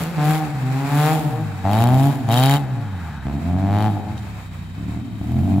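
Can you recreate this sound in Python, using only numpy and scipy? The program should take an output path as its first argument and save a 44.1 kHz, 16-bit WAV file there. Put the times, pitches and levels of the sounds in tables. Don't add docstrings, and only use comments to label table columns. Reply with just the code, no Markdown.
import sys
import numpy as np
from scipy import signal
from scipy.fft import rfft, irfft
from scipy.io import wavfile
from scipy.ndimage import uniform_filter1d

SR = 44100
rng = np.random.default_rng(int(sys.argv[2]) if len(sys.argv) > 2 else 0)


def pcm_store(signal):
    levels = np.round(np.clip(np.atleast_2d(signal), -1, 1) * 32767)
    wavfile.write(sys.argv[1], SR, levels.astype(np.int16).T)


def voltage_ratio(level):
    return 10 ** (np.asarray(level, float) / 20)


N = 246959
LEFT_RIGHT = np.array([[1], [-1]])


def in_time(rows):
    s, *columns = np.transpose(rows)
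    return [np.interp(np.arange(N) / SR, s, c) for c in columns]


def at_hz(points):
    hz, value = np.transpose(points)
    return np.interp(np.log(np.fft.rfftfreq(N, 1 / SR) + 1), np.log(hz + 1), value)


def evened(x, span_s=0.0572):
    power = uniform_filter1d(np.mean(np.atleast_2d(x) ** 2, axis=0), int(span_s * SR))
    return x / np.sqrt(np.maximum(power, 0) + 1e-12)


def cut(x, hz, kind, order=2):
    sos = signal.butter(order, np.clip(hz, 10, .45 * SR), kind, fs=SR, output="sos")
    return signal.sosfilt(sos, x)


def resonate(x, modes):
    out = 0
    for k, (hz, width_hz, db) in enumerate(modes):
        r = np.exp(-np.pi * width_hz / SR)
        poles = [1, -2 * r * np.cos(2 * np.pi * hz / SR), r * r]
        zeros = [(1 - r * r) / 2, 0, (r * r - 1) / 2]
        out = out + (-1) ** k * voltage_ratio(db) * signal.lfilter(zeros, poles, x)
    return out


def delayed(x, s):
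    return np.interp(np.arange(N) - s * SR, np.arange(N), x)


# f/Hz, likeness/0-1
PORT_LIKENESS = [(100, 0.22), (640, 0.42), (1400, 0.31), (3000, 0.11), (7000, 0.083), (15000, 0.083)]


def stereo_noise(spectrum):
    mid, side = rfft(rng.standard_normal((2, N))) * voltage_ratio(at_hz(spectrum))
    alike = np.clip(at_hz(PORT_LIKENESS), 0, 1)
    x = irfft(np.sqrt(1 + alike) * mid + np.sqrt(1 - alike) * side * LEFT_RIGHT, N)
    return x / np.sqrt(np.mean(x ** 2))


# t/s, level/dB
BREEZE_DB = [
    (0, -76),
    (2.9, -64),
    (3.3, -54),
    (3.8, -52),
    (4.55, -51),
    (5.1, -56),
    (5.6, -36),
]


def wind():
    mid, side = cut(cut(rng.standard_normal((2, N)), 55, "low", order=4), 30, "high")
    return voltage_ratio(in_time(BREEZE_DB)[0]) * evened(mid + 0.67 * side * LEFT_RIGHT, 0.45)


# open t/s, held/s, boom level/dB at 100 firings per s,
# bark level/dB on opening, bark level/dB on shutting
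PEDAL_STABS = [
    (0.171, 0.25, -23.5, -28.5, -26.5),
    (0.622, 0.52, -25, -42.5, -24.5),
    (1.636, 0.508, -17.5, -22.5, -26.5),
    (2.274, 0.28, -18.5, -22.5, -25),
    (3.247, 0.627, -18, -42, -25.5),
    (3.93, 0.041, -21.5, -65, -31.5),
    (4.77, .22, -22.5, -58, -44.5),
    (5.199, 0.55, -16.5, -42.5, -31),
]
BOOM_SHUT_S, BARK_SHUT_S, COAST_DULLS_S = 0.039, .07, 0.2


def pedal(shut_s):
    open_s = .012
    t = np.arange(N) / SR
    loads = []
    for on, held, *_ in PEDAL_STABS:
        opening = (t - on) / open_s
        release = 1 - (t - on - held) / shut_s
        loads.append(np.clip(np.minimum(opening, release), 0, 1))
    return np.array(loads)


# f/Hz, level/dB per Hz
YARD_SPECTRUM = [(150, -47), (300, -18), (470, -16.5), (850, -12), (1500, -15.5), (2610, -16.5),
                 (2910, -29.5), (3820, -24.5), (6210, -34), (7310, -27), (9000, -34.5), (14800, -35.5),
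                 (16000, -38)]
# t/s, level/dB
TYRE_DB = [
    (0, -39),
    (1.1, -40.5),
    (1.6, -42),
    (3.1, -46),
    (3.7, -50),
    (4.4, -42.5),
    (4.9, -50),
    (5.6, -49.5),
]
# t/s, level/dB, length/s
GRIT_SCUFFS = [
    (4.165, -43.5, 0.02),
    (4.225, -47, 0.0091),
]
# t/s, level/dB
SQUEAL_DB = [
    (2.85, -44),
    (2.95, -44),
    (3.08, -39),
    (3.2, -41.5),
    (3.3, -48),
    (4.2, -48),
    (4.55, -82),
]
# f/Hz, width/Hz, level/dB
TREAD_MODES = [(815, 140, -2), (1590, 470, -7.5)]


def tyres():
    spin_db, flutter_db = 4.5, 1.6
    flutter = cut(rng.standard_normal(N), 12.2, "low")
    spin = uniform_filter1d(pedal(BARK_SHUT_S).max(axis=0), SR // 10)
    level_db = in_time(TYRE_DB)[0] + spin_db * spin + flutter_db * flutter / flutter.std()
    hiss = stereo_noise(YARD_SPECTRUM) * voltage_ratio(level_db)
    t = np.arange(N) / SR
    grit = cut(rng.standard_normal((2, N)) ** 3 / 4, [900, 7000], "band", order=1)
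    scuffs = sum(voltage_ratio(db) * np.exp(-((t - s) / length_s - 1) ** 2) for s, db, length_s in GRIT_SCUFFS)
    squeal = voltage_ratio(in_time(SQUEAL_DB)[0]) * evened(resonate(rng.standard_normal(N), TREAD_MODES))
    return hiss + grit * scuffs + squeal


def firings(firing_hz, lag, jitter, mismatch_db, spread_db):
    phase = np.cumsum(firing_hz) / SR
    count = np.arange(1, int(phase[-1]))
    chance = rng.standard_normal((2000, 2))[:len(count)]
    at = np.interp(count, phase, np.arange(N))
    i, second = at.astype(int), count % 2
    late_turns = lag[i] * second + jitter[i] * chance[:, 0]
    at = np.clip(at + late_turns * 2 * SR / firing_hz[i], 0, N - 2)
    size = voltage_ratio(-mismatch_db[i] * second + spread_db * chance[:, 1])
    i = at.astype(int)
    return np.bincount(i, size * (1 - at + i), N) + np.bincount(i + 1, size * (at - i), N) + 1e-18


# f/Hz, width/Hz, level/dB
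PIPE_MODES = [(94.8, 84.3, 33), (326, 140, -23)]
SILENCER_MODES = [(780, 83, 11), (893, 34, 1.5)]
# t/s, shaft turns per s, level/dB
LATE_REV_TRACK = [
    (0, 68, -26),
    (.12, 90.5, -35),
    (.25, 77, -30),
    (.32, 120, -40),
    (.4, 69, -89),
]


def late_rev():
    shaft_hz, level_db = in_time(LATE_REV_TRACK)
    pulses = firings(2 * shaft_hz, np.full(N, .01), np.full(N, .006), np.ones(N), spread_db=1.5)
    dull = resonate(pulses, PIPE_MODES) + 0.11 * resonate(pulses, SILENCER_MODES)
    return voltage_ratio(level_db) * evened(dull)


# t/s, exhaust aimed at sheds level/dB, sharp edge aimed at listener level/dB,
# deep silencer ring level/dB
CAR_AIM = [(0, 8.5, 16, 4), (.35, -6, 4.5, -43), (.75, 1.5, 6, -22), (1.08, 2, 13.5, -16),
           (1.4, -1.5, -41, -23), (1.65, 4.5, -10, -3), (1.76, -3, 3.5, -8.5), (2.1, -5, -17, 0),
           (2.35, -9.5, 2.5, -1), (2.9, -3, 14.5, -54), (3.27, 5.5, 8.5, 9), (3.5, 1, -14, 32),
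           (3.74, -0.5, 5, -3), (3.88, -4, 4, -27), (4.25, -2, -32, -20), (4.65, 5, -22, -1),
           (4.9, 2.5, -25, 35), (5.15, 7.5, -32, 44), (5.6, 1.5, -40, 35)]
# delay/s, level/dB, left-right/dB
LONG_SHED = (.272, -10, 2)
# delay/s, level/dB, left-right/dB
SHED_WALLS = [(0.084, -18, 1.5), (0.163, -19.5, -16), (0.389, -21, -10.5), (0.552, -21, 0)]


def sheds(x):
    t = np.arange(int(1.2 * SR)) / SR
    mid, side = rng.standard_normal((2, len(t)))
    scatter = 2.8 * mid + 0.73 * side * LEFT_RIGHT
    response = voltage_ratio(-49 - 60 * t / 1.2) * (t > .03) * scatter
    for delay_s, db, pan_db in [LONG_SHED, *SHED_WALLS]:
        response[:, int(delay_s * SR)] += voltage_ratio(db + pan_db / 2 * np.array([1, -1]))
    aimed = cut(x * voltage_ratio(in_time(CAR_AIM)[0]), 820, "low")
    return signal.fftconvolve(aimed[None], response, axes=1)[:, :N]


# t/s, firings per s, flattening of the run that follows
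ENGINE_SPEED = [(0, 166, .05), (.2, 147.5, .3), (.375, 157, .05), (.62, 126, -.3), (1.14, 159, 2),
                (1.63, 91, .8), (2.09, 141.5, .9), (2.285, 109, 1.2), (2.565, 143, 1.1), (3.25, 64.5, 1.2),
                (3.86, 107.5, 1.4), (4.55, 60, -1), (4.7, 62, .7), (5.02, 80, .5), (5.2, 66, 1.8),
                (5.6, 98.5, 1)]


def speed():
    throttle_lag_s = .07
    s, hz, bend = np.transpose(ENGINE_SPEED)
    t = np.arange(N) / SR
    k = np.clip(np.searchsorted(s, t, "right") - 1, 0, len(s) - 2)
    since, span = t - s[k], s[k + 1] - s[k]
    slow = throttle_lag_s * (hz[k + 1] < hz[k]) + 1e-6
    done = (since + slow * np.expm1(-since / slow)) / (span + slow * np.expm1(-span / slow))
    return hz[k] + (hz[k + 1] - hz[k]) * np.expm1(-bend[k] * done) / np.expm1(-bend[k])


# t/s, extra lag/turns, extra mismatch/dB
FOULED_ROTOR = [
    (3.85, 0, 0),
    (4.15, .055, 6),
    (4.85, .11, 8),
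    (5.4, .12, 7),
    (5.47, .012, 7.5),
]


def lumpiness():
    coast = 1 - pedal(BARK_SHUT_S).max(axis=0)
    foul_lag, foul_db = in_time(FOULED_ROTOR)
    slow = np.clip((92 - speed()) / 25, 0, 1)
    lag = .005 + .03 * coast + foul_lag
    mismatch_db = .8 + 1.2 * coast + foul_db
    jitter = .0015 + .007 * coast + .01 * slow
    return lag, mismatch_db, jitter


# t/s, loss/dB, length/s
NOTE_DIPS = [(0.105, 9.5, 0.083), (.39, 5.5, 0.039), (0.523, 21, 0.016), (0.868, 7, 0.0089),
             (0.996, -1, 0.023), (1.296, 2.5, .05), (1.58, 2, 0.032), (1.853, -0.5, 0.023),
             (2.156, 13, 0.039), (2.67, 2, 0.016), (2.95, -4, 0.026), (3.07, -2.5, 0.023),
             (3.23, -3, 0.057), (3.394, 6.5, 0.058), (3.719, -0.5, 0.0081), (4.043, 9, 0.015),
             (4.54, -4, 0.069), (5.107, 15, 0.018), (5.267, 8, 0.037)]
# full t/s, build/s, held/s, rasp level/dB, spit level/dB
GAS_BLASTS = [(-.05, .12, 0.041, -60, -30), (.27, 0.1, 0.076, -50, -31.5), (.8, .3, 0.13, -58.5, -45),
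              (1.0, 0.23, .11, -53, -30), (1.72, 0.06, 0.16, -41, -34), (1.802, 0.027, .004, -50, -27),
              (1.95, 0.14, 0.14, -45.5, -35), (2.314, 0.043, 0.24, -30.5, -27),
              (3.8, 0.19, 0.017, -42.5, -41.5), (4.18, 0.022, .004, -44, -60), (5.32, 0.4, .3, -60, -50.5)]


def loudness():
    coast_boom_db, coast_bark_db = -27.5, -56.5
    boom_db_per_octave, bark_db_per_octave, spit_db_per_octave = 10.5, 22.5, 11
    still_rasp_db, still_spit_db = -56.0, -63
    blast_rise_db, blast_fall_share = 23.5, 1.43
    t, octaves = np.arange(N) / SR, np.log2(speed() / 100)
    dip = sum(db * np.exp(-((t - s) / length_s) ** 2) for s, db, length_s in NOTE_DIPS)
    boom = coast_boom_db
    for load, row in zip(pedal(BOOM_SHUT_S), PEDAL_STABS):
        boom = boom + load * (row[2] - coast_boom_db)
    coast = coast_bark_db + bark_db_per_octave * octaves
    bark = coast
    for load, (on, held, _, open_db, shut_db) in zip(pedal(BARK_SHUT_S), PEDAL_STABS):
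        bark = bark + load * (np.interp(t - on, [0, held], [open_db, shut_db]) - coast)
    rasp = np.full(N, still_rasp_db)
    spit = still_spit_db + spit_db_per_octave * octaves
    for full, build, held, rasp_db, spit_db in GAS_BLASTS:
        away_s = np.maximum(full - t, (t - full - held) / blast_fall_share)
        short_db = blast_rise_db / build * np.maximum(away_s, 0)
        rasp = np.maximum(rasp, rasp_db - short_db)
        spit = np.maximum(spit, spit_db - short_db)
    return boom + boom_db_per_octave * octaves - dip, bark - dip, rasp, spit


def puffs(pulses, decay_ms):
    r = np.exp(-1000 / (decay_ms * SR))
    return cut(signal.lfilter([1], [1, -r], pulses), 670, "low", order=1)


def pipe_boom(timing, mismatch_db):
    thumps = firings(*timing, .12 * mismatch_db, spread_db=.3)
    suction_db = np.minimum(in_time(CAR_AIM)[2], 19) + 1
    boom = resonate(thumps, PIPE_MODES) - voltage_ratio(suction_db) * resonate(thumps, [(309, 70, 0)])
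    load = pedal(COAST_DULLS_S).max(axis=0)
    loaded = cut(boom, 330, "low", order=6)
    coasting = cut(boom, 187, "low", order=3)
    boom = load * loaded + (1 - load) * coasting
    return evened(delayed(cut(boom, 50, "high", order=4), -.0022))


# f/Hz, width/Hz, level/dB
DEEP_RING_MODES = [(685.7, 88, 16), (521.5, 51, -38)]
# f/Hz, width/Hz, level/dB
PANEL_MODES = [(343, 99, -21), (441, 54, -5)]


def silencer_bark(timing, mismatch_db):
    _, edge_db, deep_db = in_time(CAR_AIM)
    pulses = firings(*timing, mismatch_db, spread_db=-0.5)
    turbulence = .008 * puffs(pulses, 3.0) * rng.standard_normal(N)
    blown = resonate(pulses + turbulence, [(720, 600, 0)])
    ring = resonate(blown, SILENCER_MODES) + voltage_ratio(deep_db) * resonate(blown, DEEP_RING_MODES)
    edge = cut(cut(pulses, 1130, "low"), 476, "high") + resonate(pulses, [(1510, 430, -33.5)])
    panels = resonate(resonate(pulses, PANEL_MODES), PANEL_MODES[1:])
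    return evened(ring) + voltage_ratio(edge_db - 11.0) * (evened(edge) + .5 * evened(panels))


# f/Hz, width/Hz, level/dB
TAILPIPE_MODES = [(2420, 160, -8), (3090, 105, 3.5), (3810, 105, 1.5), (4450, 200, -11), (5470, 250, -19)]
# f/Hz, level/dB per Hz
SPIT_SPECTRUM = [(3240, 4.5), (5500, -4.5), (5880, -8.5), (7190, 1), (8370, -6), (9880, -0.5),
                 (14300, -1.5), (16000, -6)]


def tailpipe_hiss(timing, mismatch_db, rasp_db, spit_db):
    cracks = firings(*timing, mismatch_db + 3, spread_db=1.4)
    steady = np.clip((-42 - rasp_db) / 25, 0, 1)
    mid, side = rng.standard_normal((2, N))
    flow = (puffs(cracks, 1.6) + .1 + steady) * (mid + .5 * side * LEFT_RIGHT)
    piped = resonate(flow + 5 * cracks, TAILPIPE_MODES)
    rasp = cut(resonate(piped, [(3200, 8400, 0)]), 1300, "high")
    gusts = puffs(firings(*timing, mismatch_db + 4, spread_db=4.5), 1.0) + .12 + steady
    spit = evened(gusts * stereo_noise(SPIT_SPECTRUM), .1)
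    return voltage_ratio(rasp_db) * evened(rasp) + voltage_ratio(spit_db) * spit


def exhaust():
    boom_db, bark_db, rasp_db, spit_db = loudness()
    lag, mismatch_db, jitter = lumpiness()
    timing = speed(), lag, jitter
    boom = voltage_ratio(boom_db) * pipe_boom(timing, mismatch_db)
    bark = voltage_ratio(bark_db) * silencer_bark(timing, mismatch_db)
    return boom, bark, tailpipe_hiss(timing, mismatch_db, rasp_db, spit_db)


def scene():
    boom, bark, hiss = exhaust()
    tone = boom + bark
    direct = tone + 0.15 * delayed(tone, 0.00233) * LEFT_RIGHT
    thin_boom = voltage_ratio(3.0) * cut(boom, 204, "high", order=1)
    echoes = sheds(thin_boom + bark + hiss[0])
    return direct + hiss + echoes + late_rev() + tyres() + wind()


def band_limit(x):
    return signal.sosfilt(signal.butter(12, 16470, fs=SR, output="sos"), x)


# f/Hz, left-right/dB
PORT_LEAN = [(60, -5), (110, 0.5), (200, 2), (380, 2), (700, 2.5), (1290, 5), (2380, -3), (4400, 7),
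             (8120, 5.5), (15000, -5.5)]
# f/Hz, left lead/rad
PORT_LEAD = [(300, 0), (2070, -.3), (2670, 0), (2930, 1.5), (3880, .3), (4310, -.6), (5340, 5), (6630, 5.6),
             (8530, 3.2), (10200, -2.8), (12700, -5.5), (16000, -4)]


def record(dry):
    lean = voltage_ratio(at_hz(PORT_LEAN) / 2 * LEFT_RIGHT)
    lead = np.exp(.5j * at_hz(PORT_LEAD) * LEFT_RIGHT)
    x = irfft(rfft(dry) * lean * lead, N)
    soft = 1.5 * np.tanh(x / 1.5)
    mix = signal.sosfilt(signal.cheby2(12, 50, 16500, fs=SR, output="sos"), soft)
    return band_limit(mix)


dry = scene()
out = record(dry)
pcm_store(out)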